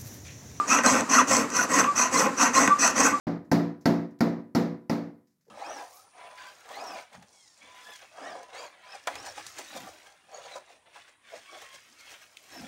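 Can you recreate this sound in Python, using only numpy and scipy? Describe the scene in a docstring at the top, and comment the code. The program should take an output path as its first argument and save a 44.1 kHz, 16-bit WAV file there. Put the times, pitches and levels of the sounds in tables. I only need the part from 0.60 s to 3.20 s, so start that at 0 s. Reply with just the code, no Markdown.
"""Small quiet workshop, close up: a piercing saw cuts a metal ring on a wooden bench pin, six double strokes.
Uneven tooth ticks and filing noise drive ring, frame, bench and blade modes; cuts are longer and deeper than returns.
Snagging teeth are decaying noise bursts; evenly biting teeth are short rough tones with an octave.
The binding blade squeaks in near-pure tones, the shortening blade chirps upward, single ring modes flare up.
A faint room answer and a steady shaped-noise floor lie behind."""
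import sys
import numpy as np
from scipy import signal
from scipy.fft import rfft, irfft, next_fast_len
from scipy.io import wavfile
from scipy.ndimage import uniform_filter1d, map_coordinates

SR = 44100
rng = np.random.default_rng(int(sys.argv[2]) if len(sys.argv) > 2 else 0)


def inscribe(sig):
    """Save sig as 16-bit PCM at rate SR to the path in sys.argv[1].

    A 1-D sig is mono; a 2-D sig holds one channel per row.
    Samples are clipped to [-1, 1] before scaling.
    """
    pcm = np.round(np.clip(np.atleast_2d(sig).T, -1, 1) * 32767)
    wavfile.write(sys.argv[1], SR, pcm.astype(np.int16))


N = 114660

# modes of each body: (frequency [Hz], width [Hz], relative level on the return [dB], on the cut [dB])
RING_MODES = [(4185, 215, -16, -19.5), (4460, 154, -14, -14), (4774, 370, -16.5, -13.5),
              (5380, 373, -9, -9), (5964, 220, 4, 1.5), (6176, 271, 2, 1), (6600, 377, -4.5, -3.5),
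              (7550, 340, -11.5, -6.5), (7884, 396, -12, -6)]
FRAME_MODES = [(663, 53, -8.5, -4), (823, 49, -15.5, -3.5), (878, 23, -13, -2.5), (1050, 119, -4.5, 4.5),
               (1074.5, 64.7, -12, 8.5), (1140, 78, -9.5, -2), (1372, 114, -6, -4.5), (1523, 70, -6, -3.5),
               (1928, 111, -9, -4.5), (2187, 74, -15.5, -10), (2491, 136, -11.5, -8.5),
               (2739, 280, -15.5, -14.5), (3590, 620, -38, -25)]
BENCH_MODES = [(108.4, 24, -10.5, -14.5), (197.3, 21.5, -17, -4), (246, 41.5, 9.9, 0.27),
               (292.3, 47, 2.5, -1.5), (439, 52, -18, -11), (523, 52.4, 0, -6)]
BLADE_MODES = [(9100, 240, 3, -15), (10340, 320, 1, 6.5), (10330, 340, -4, -1.5), (11810, 700, 3, 5.5),
               (13400, 900, -15, -4.5), (14100, 820, -14, -15), (15100, 280, -11, -6), (15500, 700, -9, -4)]
RETURN_COLUMN, CUT_COLUMN = 2, 3


def amp(db):
    """Amplitude factor of a level in dB."""
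    return 10 ** (np.asarray(db) / 20)


def unit(x):
    """x scaled to rms 1."""
    return x / np.sqrt(np.mean(x ** 2) + 1e-20)


def along(points, hz):
    """(Hz, value) points interpolated on a log frequency axis."""
    point_hz, value = np.transpose(points)
    return np.interp(np.log(hz + 1), np.log(point_hz + 1), value)


def wobble(knots_per_s):
    """Smooth random curve through normally distributed knots."""
    knots = rng.standard_normal(int(N * knots_per_s / SR) + 4)
    return map_coordinates(knots, [np.arange(N) * knots_per_s / SR])


def filtered(x, response):
    """x times a complex response of frequency, zero-padded."""
    m = next_fast_len(N + SR // 2)
    return irfft(rfft(x, m) * response(np.fft.rfftfreq(m, 1 / SR)), m)[..., :N]


def body(modes, column):
    """Response of parallel resonances of alternating sign, rms gain 1 for white noise."""
    def response(f):
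        h = 0
        for k, mode in enumerate(modes):
            mode_hz, width_hz = mode[:2]
            damping = 1j * f * width_hz
            h = h + (-1) ** k * amp(mode[column]) * damping / (mode_hz ** 2 - f * f + damping)
        return h / np.sqrt(np.mean(np.abs(h) ** 2))
    return response


def swell(u, peak, sharp):
    """Bump from 0 at u = 0 through 1 at the peak to 0 at u = 1."""
    u = np.clip(u, 0, 1)
    rise = (u / peak) ** peak
    fall = ((1 - u) / (1 - peak)) ** (1 - peak)
    return (rise * fall) ** (2 * sharp)


def teeth(teeth_per_s):
    """One tick per tooth, uneven in time and size, over filing noise."""
    jitter_teeth, scatter_db, grit_power_share = .35, 3, .68
    marks = np.flatnonzero(np.diff(np.floor(np.cumsum(teeth_per_s) / SR)))
    draw = rng.standard_normal((N, 2))[marks]
    late = jitter_teeth * draw[:, 0] * SR / teeth_per_s[marks]
    at = np.clip(np.round(marks + late), 0, N - 1).astype(int)
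    size = amp(scatter_db * draw[:, 1])
    ticks = np.bincount(at, size, N) - size.mean() * teeth_per_s / SR  # mean removed
    ticks = ticks / np.std(ticks[teeth_per_s > 1])
    grit = rng.standard_normal(N)
    return np.sqrt(1 - grit_power_share) * ticks + np.sqrt(grit_power_share) * grit


def patchy(x, depth_db):
    """Random gain over time and frequency: resonances take turns as the contact point moves."""
    z = signal.stft(x, nperseg=512)[2]
    # patches of about 350 Hz by 30 ms, fading out in the bass
    field = uniform_filter1d(rng.standard_normal(z.shape), size=4, axis=0)
    field = uniform_filter1d(field, size=5, axis=1)
    field = np.clip(np.arange(len(z)) / 8, 0, 1)[:, None] * field
    gain = amp(depth_db * unit(field))
    return signal.istft(z * unit(gain), nperseg=512)[1][:N]


def strokes(rows, swells, column):
    """All strokes of one direction: the same teeth drive ring, frame, bench pin and blade."""
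    # uneven bite: (knots per second [1/s], depth [dB])
    chatter = [(35, 2), (140, 1.5)]
    # depth factor of the bite for ring, frame, bench, blade: [1]
    chatter_share = [0.62, 0.53, 0.18, .6]
    slowing = .25  # share by which the tooth rate sags at the stroke ends
    patch_depth_db = 2.5
    t = np.arange(N) / SR

    teeth_per_s = np.full(N, 1e-3)
    for start_s, length_s, peak, top_rate, *_ in rows:
        inside = (t >= start_s) * (t < start_s + length_s)
        sag = slowing * (1 - swell((t - start_s) / length_s, peak, .99))
        teeth_per_s = teeth_per_s + inside * top_rate * (1 - sag)
    drive = teeth(teeth_per_s)

    shared_db = sum(db * wobble(rate) for rate, db in chatter)
    out = 0
    bodies = (RING_MODES, FRAME_MODES, BENCH_MODES, BLADE_MODES)
    for k, (modes, (sharp, later)) in enumerate(zip(bodies, swells)):
        force = 0
        for start_s, length_s, peak, _, peaked, *level_db in rows:
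            u = (t - start_s) / length_s
            force = force + amp(level_db[k]) * swell(u, peak + later, sharp * peaked)
        own_db = sum(db * wobble(rate) for rate, db in chatter)
        bite = amp(chatter_share[k] * (shared_db + own_db))
        out = out + filtered(drive * force * unit(bite), body(modes, column))
    return patchy(out, patch_depth_db)


def catches():
    """Snagging teeth: noise bursts with instant onset and exponential decay ring the same bodies."""
    # teeth that catch hard: (time [s], ring drive peak [dB], frame and bench drive peak [dB])
    snags = [(0.1864, -41, -8.5), (0.2348, -24, -20.5), (0.2613, -15.5, -12), (0.407, -21, -43),
             (0.612, -34, -14.5), (0.7669, -15, -35), (0.9016, -26, -29), (1.2421, -32, -11),
             (1.3933, -24, -16.5), (1.6674, -32, -19), (1.8121, -23, -19), (1.948, -26, -18),
             (2.0754, -17.5, -8), (2.2755, -13, -18)]
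    t60_s = .014
    blade_re_ring_db, bench_re_frame_db = -22.5, -5.5
    t, noise = np.arange(N) / SR, rng.standard_normal(N)
    high, low = 0, 0
    for start_s, high_db, low_db in snags:
        decay = amp(-60 * np.abs(t - start_s) / t60_s) * (t >= start_s)
        high = high + amp(high_db) * decay
        low = low + amp(low_db) * decay
    high, low = high * noise, low * noise
    ring = filtered(high, body(RING_MODES, CUT_COLUMN))
    blade = amp(blade_re_ring_db) * filtered(high, body(BLADE_MODES, CUT_COLUMN))
    frame = filtered(low, body(FRAME_MODES, CUT_COLUMN))
    bench = amp(bench_re_frame_db) * filtered(low, body(BENCH_MODES, CUT_COLUMN))
    return ring + blade + frame + bench


def glide_phase(u, from_hz, to_hz, waver):
    """Phase in radians of a linear, wavering pitch glide."""
    return 2 * np.pi * np.cumsum((from_hz + (to_hz - from_hz) * u) * waver) / SR


def runs():
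    """Evenly biting teeth give a short rough pitch; its octave sounds where the frame resonates."""
    # (start [s], length [s], from [teeth/s], to [teeth/s], peak level [dB], relative octave drive [dB])
    notes = [(0.098, 0.037, 1210, 1340, -19.5, -1.5), (0.132, 0.04, 1260, 1320, -17.5, -8.5),
             (0.261, .022, 980, 690, -24, -16), (0.269, 0.033, 1130, 950, -17.5, -12),
             (.325, 0.019, 1100, 940, -42, 1), (0.527, .026, 980, 1110, -17, -10),
             (0.567, 0.056, 1530, 840, -17, -13), (0.719, 0.064, 1080, 1030, -30, -1),
             (0.984, 0.035, 1500, 1410, -20.5, -24), (1.134, .026, 970, 1050, -22, -8),
             (1.175, 0.022, 740, 980, -36, -2), (1.382, 0.028, 1450, 950, -29, -1),
             (1.542, 0.038, 1020, 1050, -21.5, -3), (1.796, 0.027, 886, 1220, -23, -13),
             (1.961, 0.034, 1050, 1085, -14.5, -15.5), (2.225, 0.023, 1190, 1210, -24.5, 1),
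             (2.264, .024, 1400, 1250, -24, -12), (2.423, 0.028, 1090, 1070, -37, 1)]
    octave_gain_db = -7.5
    t, base, octave = np.arange(N) / SR, 0, 0
    waver, rough_db = 1 + .01197 * wobble(200), 3 * wobble(120)
    for start_s, length_s, from_hz, to_hz, db, octave_db in notes:
        u = np.clip((t - start_s) / length_s, 0, 1)
        phase = glide_phase(u, from_hz, to_hz, waver)
        shape = amp(db + rough_db) * swell(u, .5, .7)
        base = base + shape * np.sin(phase)
        octave = octave + amp(octave_db) * shape * np.cos(2 * phase)
    return base + amp(octave_gain_db) * filtered(octave, body(FRAME_MODES, RETURN_COLUMN))


def squeaks():
    """Stick-slip of the binding blade: nearly pure tones with faint, fluctuating overtones."""
    # one list per squeak: (time [s], pitch [Hz], rms level [dB])
    tracks = [
        [(0.0, 1197, -17), (0.028, 1190, -32), (0.044, 1184, -32), (0.06, 1181, -45)],
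        [(1.265, 1160, -39), (1.273, 1160, -26), (1.289, 1161, -19), (1.315, 1159, -26), (1.345, 1155, -45)],
        [(2.1, 1164, -31), (2.108, 1164, -18), (2.124, 1166, -13), (2.138, 1164, -17), (2.15, 1160, -31),
         (2.162, 1164, -25), (2.172, 1177, -38), (2.19, 1177, -36)],
        [(2.525, 1166, -32), (2.545, 1165, -19), (2.587, 1159, -38), (2.595, 1160, -58)],
    ]
    # (harmonic number [1], relative level [dB])
    harmonics = [(2, -33), (3, -40), (7, -42)]
    t, out = np.arange(N) / SR, 0
    for rows in tracks:
        time_s, hz, db = np.transpose(rows)
        phase = 2 * np.pi * np.cumsum(np.interp(t, time_s, hz)) / SR
        tone = np.sin(phase)
        for k, rel_db in harmonics:
            tone = tone + amp(rel_db) * wobble(150) * np.sin(k * phase)
        gate = uniform_filter1d(1. * (t >= time_s[0]) * (t < time_s[-1]), size=150)  # 3.4 ms edges
        out = out + np.sqrt(2) * gate * amp(np.interp(t, time_s, db)) * tone
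    return out


def rough_glides(rows):
    """Short sine glides with wavering pitch and rough level, each under one swell."""
    t, out = np.arange(N) / SR, 0
    waver, rough_db = 1 + .015 * wobble(400), 3 * wobble(250)
    for start_s, length_s, from_hz, to_hz, db in rows:
        u = np.clip((t - start_s) / length_s, 0, 1)
        phase = glide_phase(u, from_hz, to_hz, waver)
        out = out + amp(db + rough_db) * swell(u, .5, .5) * np.sin(phase)
    return out


def chirps():
    """The shortening blade: its pitch glides upward."""
    # (start [s], length [s], from [Hz], to [Hz], peak level [dB])
    glides = [(1.45, .03, 9300, 13800, -53), (2.272, .02, 10500, 14500, -54),
              (2.29, .024, 9300, 13000, -48), (2.422, .052, 4900, 8300, -26)]
    return rough_glides(glides)


def flares():
    """Single modes of the ring that flare up for a moment at a level mean pitch."""
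    # (start [s], length [s], pitch [Hz], peak level [dB])
    ring_flares = [(.262, .025, 4170, -30), (.535, .02, 4400, -30), (.588, .02, 3450, -33),
                   (.76, .018, 4300, -31), (1.538, .02, 4750, -34), (1.565, .018, 4150, -35),
                   (1.958, .028, 4140, -28)]
    return rough_glides([(start_s, length_s, hz, hz, db) for start_s, length_s, hz, db in ring_flares])


def room(x):
    """Workshop answer: a noise tail in which each frequency dies at its own speed."""
    # (frequency [Hz], T60 [s])
    decay = [(200, 0.14), (2000, 0.34), (6000, 0.21), (12000, 0.15)]
    hz, t, z = signal.stft(rng.standard_normal(SR // 2), SR, nperseg=256)
    tail = signal.istft(z * amp(-60 * t / along(decay, hz)[:, None]), SR, nperseg=256)[1]
    delayed = np.pad(x, (300, 0))  # 6.8 ms
    return signal.fftconvolve(delayed, tail / np.linalg.norm(tail))[:N]


def background():
    """Steady noise floor of fixed spectrum."""
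    # (frequency [Hz], relative level [dB])
    spectrum = [(18, -36), (30, -15.5), (286, -0.5), (627, -9.5), (1240, -1), (1530, -7.5), (3100, -21),
                (3440, -27.5), (3830, -21.5), (4840, -19.5), (7370, -15.5), (9570, -29.5), (15800, -43)]
    level_db = -37
    noise = filtered(rng.standard_normal(N), lambda hz: amp(along(spectrum, hz)))
    return amp(level_db) * unit(noise)


def scene():
    """Strokes, catches and tones with their room answer, plus dry squeaks and the floor."""
    # strokes: (start [s], length [s], moment of full force [share of length], top tooth rate [teeth/s],
    #           peakedness [1], ring drive [dB], frame drive [dB], bench drive [dB], blade drive [dB])
    return_rows = [(.07, .16, 0.33, 1230, 0.82, -23, -21.5, -29.5, -45),
                   (.485, 0.16, 0.41, 1160, 0.73, -20.5, -21, -27, -43.5),
                   (.9, 0.16, 0.57, 1290, 0.75, -26, -25.5, -29, -43),
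                   (1.35, .15, .35, 1250, 0.69, -24, -25.5, -38, -46),
                   (1.76, .165, .4, 1300, 1.17, -20, -21.5, -27.5, -43),
                   (2.18, 0.17, 0.32, 1260, 0.88, -21.5, -24, -29.5, -48)]
    cut_rows = [(.232, 0.21, 0.31, 1050, 0.71, -24.5, -23, -24, -47),
                (.67, 0.2, 0.32, 1097, 0.73, -25.5, -26, -25.5, -46.5),
                (1.085, .21, 0.34, 993.3, 0.92, -26, -24, -25.5, -44),
                (1.505, 0.25, 0.29, 1032, 2.08, -24, -22.5, -23.5, -44),
                (1.93, .2, .3, 1079, 0.94, -22, -22.5, -24.5, -47),
                (2.345, 0.23, 0.31, 1046, 1.26, -24, -22, -25.5, -45)]
    # swell per body, rows ring, frame, bench, blade: (sharpness [1], delay of full force [share of length])
    return_swell = [(1.96, 0.0062), (1.34, 0.089), (0.49, .1), (3.2, 0.086)]
    cut_swell = [(1.66, -0.032), (0.95, 0.0023), (0.61, 0.11), (1.64, 0.058)]
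    room_db = -10.5
    returning = strokes(return_rows, return_swell, RETURN_COLUMN)
    cutting = strokes(cut_rows, cut_swell, CUT_COLUMN)
    saw = returning + cutting + catches()
    tones = runs() + chirps() + flares()
    answer = amp(room_db) * room(saw + .5 * tones)
    return (saw + tones + answer + squeaks() + background())[None]


def record(dry):
    """Third-order bass cut at 75 Hz, and nothing above the band limit."""
    top_hz = 15850
    return filtered(dry, lambda hz: (1j * hz / (75 + 1j * hz)) ** 3 * (hz < top_hz))


dry = scene()
out = record(dry)
inscribe(out)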